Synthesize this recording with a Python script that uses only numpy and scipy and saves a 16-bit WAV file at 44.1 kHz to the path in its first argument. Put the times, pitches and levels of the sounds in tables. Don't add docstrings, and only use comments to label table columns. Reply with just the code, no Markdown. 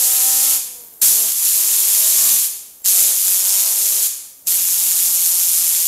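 import sys
import numpy as np
from scipy import signal
from scipy.fft import rfft, irfft, next_fast_len
from scipy.io import wavfile
from scipy.ndimage import uniform_filter1d

SR = 44100
rng = np.random.default_rng(int(sys.argv[2]) if len(sys.argv) > 2 else 0)


def materialize(psi):
    bounded = np.clip(np.atleast_2d(psi).T, -1, 1)
    quanta = np.round(bounded * 32767).astype(np.int16)
    wavfile.write(sys.argv[1], SR, quanta)


def field_ratio(decibels):
    return 10 ** (np.asarray(decibels, dtype=float) / 20)


N = 258867
T = np.arange(N) / SR
M = next_fast_len(N)
FREQS = np.arange(M // 2 + 1) * SR / M

# t/s, hiss level/dB
AIR_BURSTS = [
    [(0.0, -19), (0.202, -19.5), (0.546, -17.5), (0.556, -23.5)],
    [(1.018, -12), (1.078, -16), (1.19, -21), (1.358, -25), (1.492, -17), (1.62, -20), (1.898, -18.5),
     (2.324, -17.5), (2.462, -24.5)],
    [(2.85, -22), (2.86, -15.5), (3.022, -17), (3.192, -23), (3.284, -17.5), (3.388, -20.5), (3.578, -18),
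     (3.694, -21.5), (4.068, -19.5)],
    [(4.47, -22), (4.476, -19), (4.566, -20.5), (4.652, -22), (5.0, -20.5), (5.78, -20.5), (5.87, -21.5)],
]
# multiple of the lobe rate, level in the jet/dB, level while coasting/dB
LEADING_PARTIALS = [(1, 0, -7.5), (2, 1, -2.5), (3, 0.5, -4), (5, 1.5, -10), (1.5, -10, -5.5),
                    (2.5, -12.5, -12), (3.5, -7, -11), (4, -1.5, -3)]


def noise():
    return rng.standard_normal(N)


def walk(rate):
    hold = int(SR / rate)
    stairs = np.repeat(rng.standard_normal(N // hold + 1), hold)
    return 1.3 * uniform_filter1d(uniform_filter1d(stairs, hold), hold)[:N]


def colour(x, points, lo_hz=1., hi_hz=30000.):
    f = FREQS + 1e-3
    hz, db = np.transpose(points)
    edge = 1 / np.sqrt((1 + (lo_hz / f) ** 6) * (1 + (f / hi_hz) ** 6))
    gain = field_ratio(np.interp(np.log(f), np.log(hz), db)) * edge
    y = irfft(rfft(x, M) * gain, M)[:N]
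    return y / np.std(y)


def with_peaks(points, peaks):
    f = np.geomspace(15, 16000, 1500)
    hz, db = np.transpose(points)
    bumps = sum(gain_db / (1 + (2 * (f - centre) / width) ** 2) for centre, width, gain_db in peaks)
    return np.transpose([f, np.interp(np.log(f), np.log(hz), db) + bumps])


def burst_index():
    return np.searchsorted([burst[0][0] - .1 for burst in AIR_BURSTS[1:]], T)


def lobe_puff(turns, lag, sharp):
    passing = turns - lag
    bump = np.exp(sharp * np.cos(2 * np.pi * passing)) * (1 + 0.18 * np.cos(np.pi * passing))
    return bump / bump.mean()


def room(x):
    # f/Hz, time to fall 60 dB/s
    decay_times = [(200, 0.93), (1500, 0.86), (5000, 0.74), (10000, 0.65), (13500, 0.78), (16000, 0.33)]
    # t/s, level/dB
    reflections = [
        (.0021, -27),
        (.0047, -16),
        (.0079, -16),
        (0.011, -10.5),
    ]
    hz, t60 = np.transpose(decay_times)
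    sound = rfft(x, M)
    fresh = rfft(noise(), M) * uniform_filter1d(np.abs(sound), 800)
    tail = np.zeros(N)
    for centre in 250 * 2 ** np.arange(0, 6.1, .5):
        shape = np.cos(np.pi * np.clip(np.log2(FREQS / centre + 1e-9), -.5, .5))
        keep = field_ratio(-120 / SR / np.interp(np.log(centre), np.log(hz), t60))
        power = irfft(sound * shape, M)[:N] ** 2
        held = signal.lfilter([1 - keep], [1, -keep], power, zi=[power[:4000].mean()])[0]
        held = uniform_filter1d(held, 600, origin=299)
        echoes = irfft(fresh * shape, M)[:N]
        tail += np.sqrt(np.abs(held)) * echoes / np.std(echoes)
    early = sum(field_ratio(db) * np.roll(x, int(s * SR)) for s, db in reflections)
    return field_ratio(-5) * tail + early


def thumps():
    # t/s, peak level/dB, length/s
    gusts = [(1.018, -40, .008), (1.036, -37, .008), (1.07, -31, .01), (1.108, -33, 0.0082),
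             (1.498, -42, 0.023), (2.35, -50, 0.017), (2.855, -45, .012), (2.92, -40, .015),
             (2.97, -45, .02), (3.255, -42, .01), (4.467, -41, 0.013)]
    spiky = noise() * field_ratio(2.4 * walk(400))
    rumble = colour(spiky, [(20, 0), (150, -6), (600, -2), (1000, -4)], 60., 900.)
    envelope = 0
    for s, db, length in gusts:
        t = np.maximum(T - s, 0) / max(length, .003)
        envelope = envelope + field_ratio(db - 8) * t * np.exp(1 - t * t)
    return envelope * rumble


def coast(turns, fast):
    # f/Hz, level/dB per Hz
    whirr_colour = [(18, -43), (30, -6.5), (75, -9), (213, -9), (292, -9.5), (332, -12), (399, -11),
                    (455, -7.5), (518, -8), (691, -12.5), (852, -12.5), (3320, -23), (13300, 1),
                    (15500, -7.5)]
    # f/Hz, width/Hz, level/dB
    bearing_ring = [(13500, 900, 29)]
    whirr_db, ring_db = -43 + 11.5 * fast, -57 + 30 * fast
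    ticks = (rng.random(N) < 40 / SR) * field_ratio(2.6 * rng.standard_normal(N))
    ticks = np.convolve(ticks, np.exp(-np.arange(300) / 45.0))[:N]
    chopped = np.sqrt(0.82 + 0.3 * lobe_puff(turns, lag=0.47, sharp=1.42))
    rolling = noise() * (chopped + 1.5 * ticks)
    ring = colour(rolling, with_peaks([(100, 0), (16000, 0)], bearing_ring), 9000.)
    return field_ratio(whirr_db) * colour(rolling, whirr_colour) + field_ratio(ring_db) * ring


def partial_levels(fast):
    # t/s, length/s, whine level/dB, lowest partial level over it/dB, brightest multiple
    catches = [(-.05, 0.33, -46.5, -20, 3.2), (0.243, 0.35, -46, -6.5, 3.2), (1.088, .2, -48.5, -2.5, 2.8),
               (1.533, 0.46, -53, -13.5, 3.2), (1.97, .2, -49, -13.5, 3.4), (2.14, 0.24, -48, -2.5, 3.6),
               (2.923, 0.23, -49.5, -14, 3), (3.256, 0.21, -53.5, -9, 3), (3.42, 0.357, -50, -17, 4.2),
               (3.762, 0.29, -52, -26, 2.4), (4.468, 0.21, -57, 2, 3.6), (4.7, .5, -57.5, 0, 4.2),
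               (5.18, 0.66, -58.5, -1, 4.2)]
    # t/s, span/s, multiple, level/dB
    swells = [(0.25, .2, 3, 6), (0.8, 0.048, 2, 9), (1.73, 0.18, 2, 4.5), (1.76, .15, 5, 4),
              (1.75, 0.18, 3, -4), (1.92, .07, 2.5, 14), (2.04, 0.06, 3, 5.5), (2.14, 0.15, 4, -10),
              (2.33, 0.04, 4, 2), (2.22, 0.059, 5, 5.5), (3.04, 0.16, 5, -10), (3.7, 0.11, 3.5, 3.5),
              (3.8, .12, 2.5, 8), (3.47, 0.21, 1.5, 7), (4.6, 0.1, 5, -6), (5.5, 0.45, 3, -8),
              (5.81, .4, 4, -4), (5.75, 0.19, 2, 4), (5.09, .6, 1.5, 10.5), (0.087, 0.089, 2, 1.5),
              (1.33, .08, 1, 1), (2.95, 0.046, 4, 7), (2.98, .12, 2.5, 7), (3.7, .1, 5, -5),
              (4.83, 0.27, 5, 4.5), (5.3, .5, 2.5, -8), (5, .3, 2, -5), (5.4, 0.26, 3.5, 1.5),
              (2.4, .1, 2, -3)]
    lopsided = [-2, 1.3, 1, 5]
    catch_edge_s, bright_db_per_oct2 = 0.074, 8.5
    lopsided_db = np.array(lopsided)[burst_index()]
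    out = []
    for k, jet_db, coast_db in LEADING_PARTIALS:
        power = field_ratio(-64 + coast_db + 32 * fast) ** 2
        for s, length, db, low_db, bright in catches:
            on = np.clip(np.minimum(T - s, s + length - T) / catch_edge_s + .5, 0, 1)
            tone_db = low_db if k == 1 else jet_db - bright_db_per_oct2 * np.log2(k / bright) ** 2
            power = power + (on * field_ratio(db + tone_db)) ** 2
        swell_db = sum(db * np.exp(-((T - s) / span) ** 2)
                       for s, span, multiple, db in swells if round(2 * multiple) == round(2 * k))
        is_half = round(2 * k) % 2
        out.append(10 * np.log10(power) + swell_db + lopsided_db * is_half)
    return out


def whine(turns, lead_db, gate):
    # multiple, leader 0-7, level over it/dB
    follower_partials = [(.5, 4, -15), (4.5, 6, -2), (5.5, 6, -2), (6, 3, -11), (6.5, 6, -2), (7, 7, -4),
                         (8, 3, -4)]
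    leaders = [(row[0], i, 0) for i, row in enumerate(LEADING_PARTIALS)]
    out = np.zeros(N)
    for k, leader, db in leaders + list(follower_partials):
        if db:
            wander_db = 2.0 * walk(4.5) - 9 * (1 - gate)
        else:
            wander_db = 1.0 * walk(24.86) - 0.7 * k * (1 - gate)
        slip = .5 * walk(8)
        out -= field_ratio(lead_db[leader] + db + wander_db) * np.sqrt(2) * np.cos(2 * np.pi * k * turns + slip)
    return out


def valve():
    # creep/s, creep level/dB, opening/s, shutting/s
    trigger_pulls = [
        (.004, -22, .002, 0.012),
        (.003, -24, 0.0041, 0.006),
        (0.0059, -16, 0.0089, 0.0031),
        (0.0054, -9, .002, .01),
    ]
    gate = 0
    for burst, (creep_s, creep_db, open_s, close_s) in zip(AIR_BURSTS, trigger_pulls):
        since = T - burst[0][0]
        creep = field_ratio(creep_db) * np.exp(np.minimum(since, 0) / creep_s)
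        opening = np.maximum(np.clip(since / open_s + 1, 0, 1), creep)
        gate = gate + opening * np.clip((burst[-1][0] - T) / close_s + 2, 0, 1)
    return gate


def seat_squeak():
    # f/Hz, width/Hz, level/dB
    seat_peak = [(7500, 350, 32)]
    # level/dB, rise/s
    squeaks = [
        (-34, 0.0071),
        (-33, 0.012),
        (-47, 0.013),
    ]
    seat = colour(noise(), with_peaks([(100, 0), (16000, 0)], seat_peak))
    envelope = 0
    for burst, (db, rise_s) in zip(AIR_BURSTS[1:], squeaks):
        since = T - burst[0][0]
        envelope = envelope + field_ratio(db) * (since < 0) * np.exp(np.minimum(since, 0) / rise_s)
    return envelope * seat


def chop_depth():
    burst_chop = [0.28, .4, 0.59, 0.42]
    # t/s, more chop 0-1, span/s
    bites = [
        (1.035, .4, .03),
        (1.26, .2, .05),
        (1.52, .45, .045),
        (2.87, .35, .03),
        (2.94, .25, .04),
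        (4.485, .35, .025),
    ]
    chop = np.array(burst_chop)[burst_index()]
    chop = chop + sum(more * np.exp(-((T - s) / span) ** 2) for s, more, span in bites)
    return np.clip(chop, 0, 1)


def jet(turns, gate):
    # f/Hz, level/dB per Hz
    hiss_colour = [(530, -53), (900, -49), (944, -42), (1030, -34), (1160, -24), (1710, -20), (2890, -12.5),
                   (4040, -10), (4280, -8.5), (4600, -10.5), (7060, -3), (8650, -4), (11200, -1),
                   (13800, -3), (15500, -16)]
    # f/Hz, width/Hz, level/dB
    nozzle_peaks = [(2510, 310, 0.5), (4120, 83, -2), (7100, 460, 1), (7340, 160, 2), (11400, 560, 2)]
    # f/Hz, level/dB per Hz
    buffet_colour = [(25, -11), (60, -4), (150, -13), (300, -3), (600, 5.5), (1200, 12.5), (2000, -21)]
    top_tilt = [0.28, 0.18, -0.46, .6]
    s, db = np.concatenate(AIR_BURSTS).T
    hiss_db = np.interp(T, s, db)
    over = hiss_db + 19
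    splash_db = -12 - 0.16 * over
    top_db = 1.36 - 0.1 * over + np.array(top_tilt)[burst_index()]
    jet_colour = with_peaks(hiss_colour, nozzle_peaks)
    chop = chop_depth()
    shared_db = 0.53 * walk(40) + 0.59 * walk(300)
    out = field_ratio(-67.5 + 15.5 + 2.0 * walk(24.56)) * colour(noise(), buffet_colour)
    for lo_hz, hi_hz, db, share, sharp, spit_db in [(930.0, 4620.0, splash_db + 0.28, 3.06, 1.2, 2.0),
                                                    (4740.0, 8650.0, -0.23, 2.38, 1.32, 1.7),
                                                    (9700.0, 21000.0, top_db - .3, 0.57, 1.6, 1.14)]:
        depth = np.clip(chop * share, 0, 1)
        power = 1 - depth + depth * lobe_puff(turns, lag=0, sharp=sharp)
        flicker = field_ratio(shared_db + spit_db * walk(500) + 0.47 * walk(13))
        region = colour(noise() * np.sqrt(power) * flicker, jet_colour, lo_hz, hi_hz)
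        out += field_ratio(hiss_db + db) * region
    return gate * out


def scene():
    # t/s, lobe passing f/Hz
    spin_speed = [(0.0, 252.4), (0.2, 257.3), (0.58, 264.6), (1.05, 214), (1.14, 218.4), (1.32, 223),
                  (1.52, 201.2), (1.62, 203.5), (1.9, 205.5), (2.38, 226.9), (2.9, 184.2), (3.12, 190),
                  (3.28, 186.1), (4.05, 208), (4.47, 174.4), (4.75, 179.5), (5.5, 172.8), (5.87, 168)]
    hz = np.interp(T, *np.transpose(spin_speed))
    turns = np.cumsum(hz * (1 + 0.0016 * walk(60))) / SR
    fast = np.log2(hz / 215)
    gate = valve()
    air = field_ratio(-0.66) * (jet(turns, gate) + seat_squeak())
    toy = coast(turns, fast) + whine(turns, partial_levels(fast), gate)
    return (room(air) + thumps() + toy + air)[None]


def roll_off(x):
    return signal.sosfilt(signal.butter(12, 15960, fs=SR, output="sos"), x)


def record(dry):
    ceiling, top_hz = .62, 15720
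    rounded = dry / np.cbrt(np.sqrt(1 + (dry / ceiling) ** 6))
    passes = np.clip((top_hz - FREQS) / 60 + .5, 0, 1)
    cut = irfft(rfft(rounded, M) * passes, M)[:, :N]
    return roll_off(cut)


dry = scene()
out = record(dry)
materialize(out)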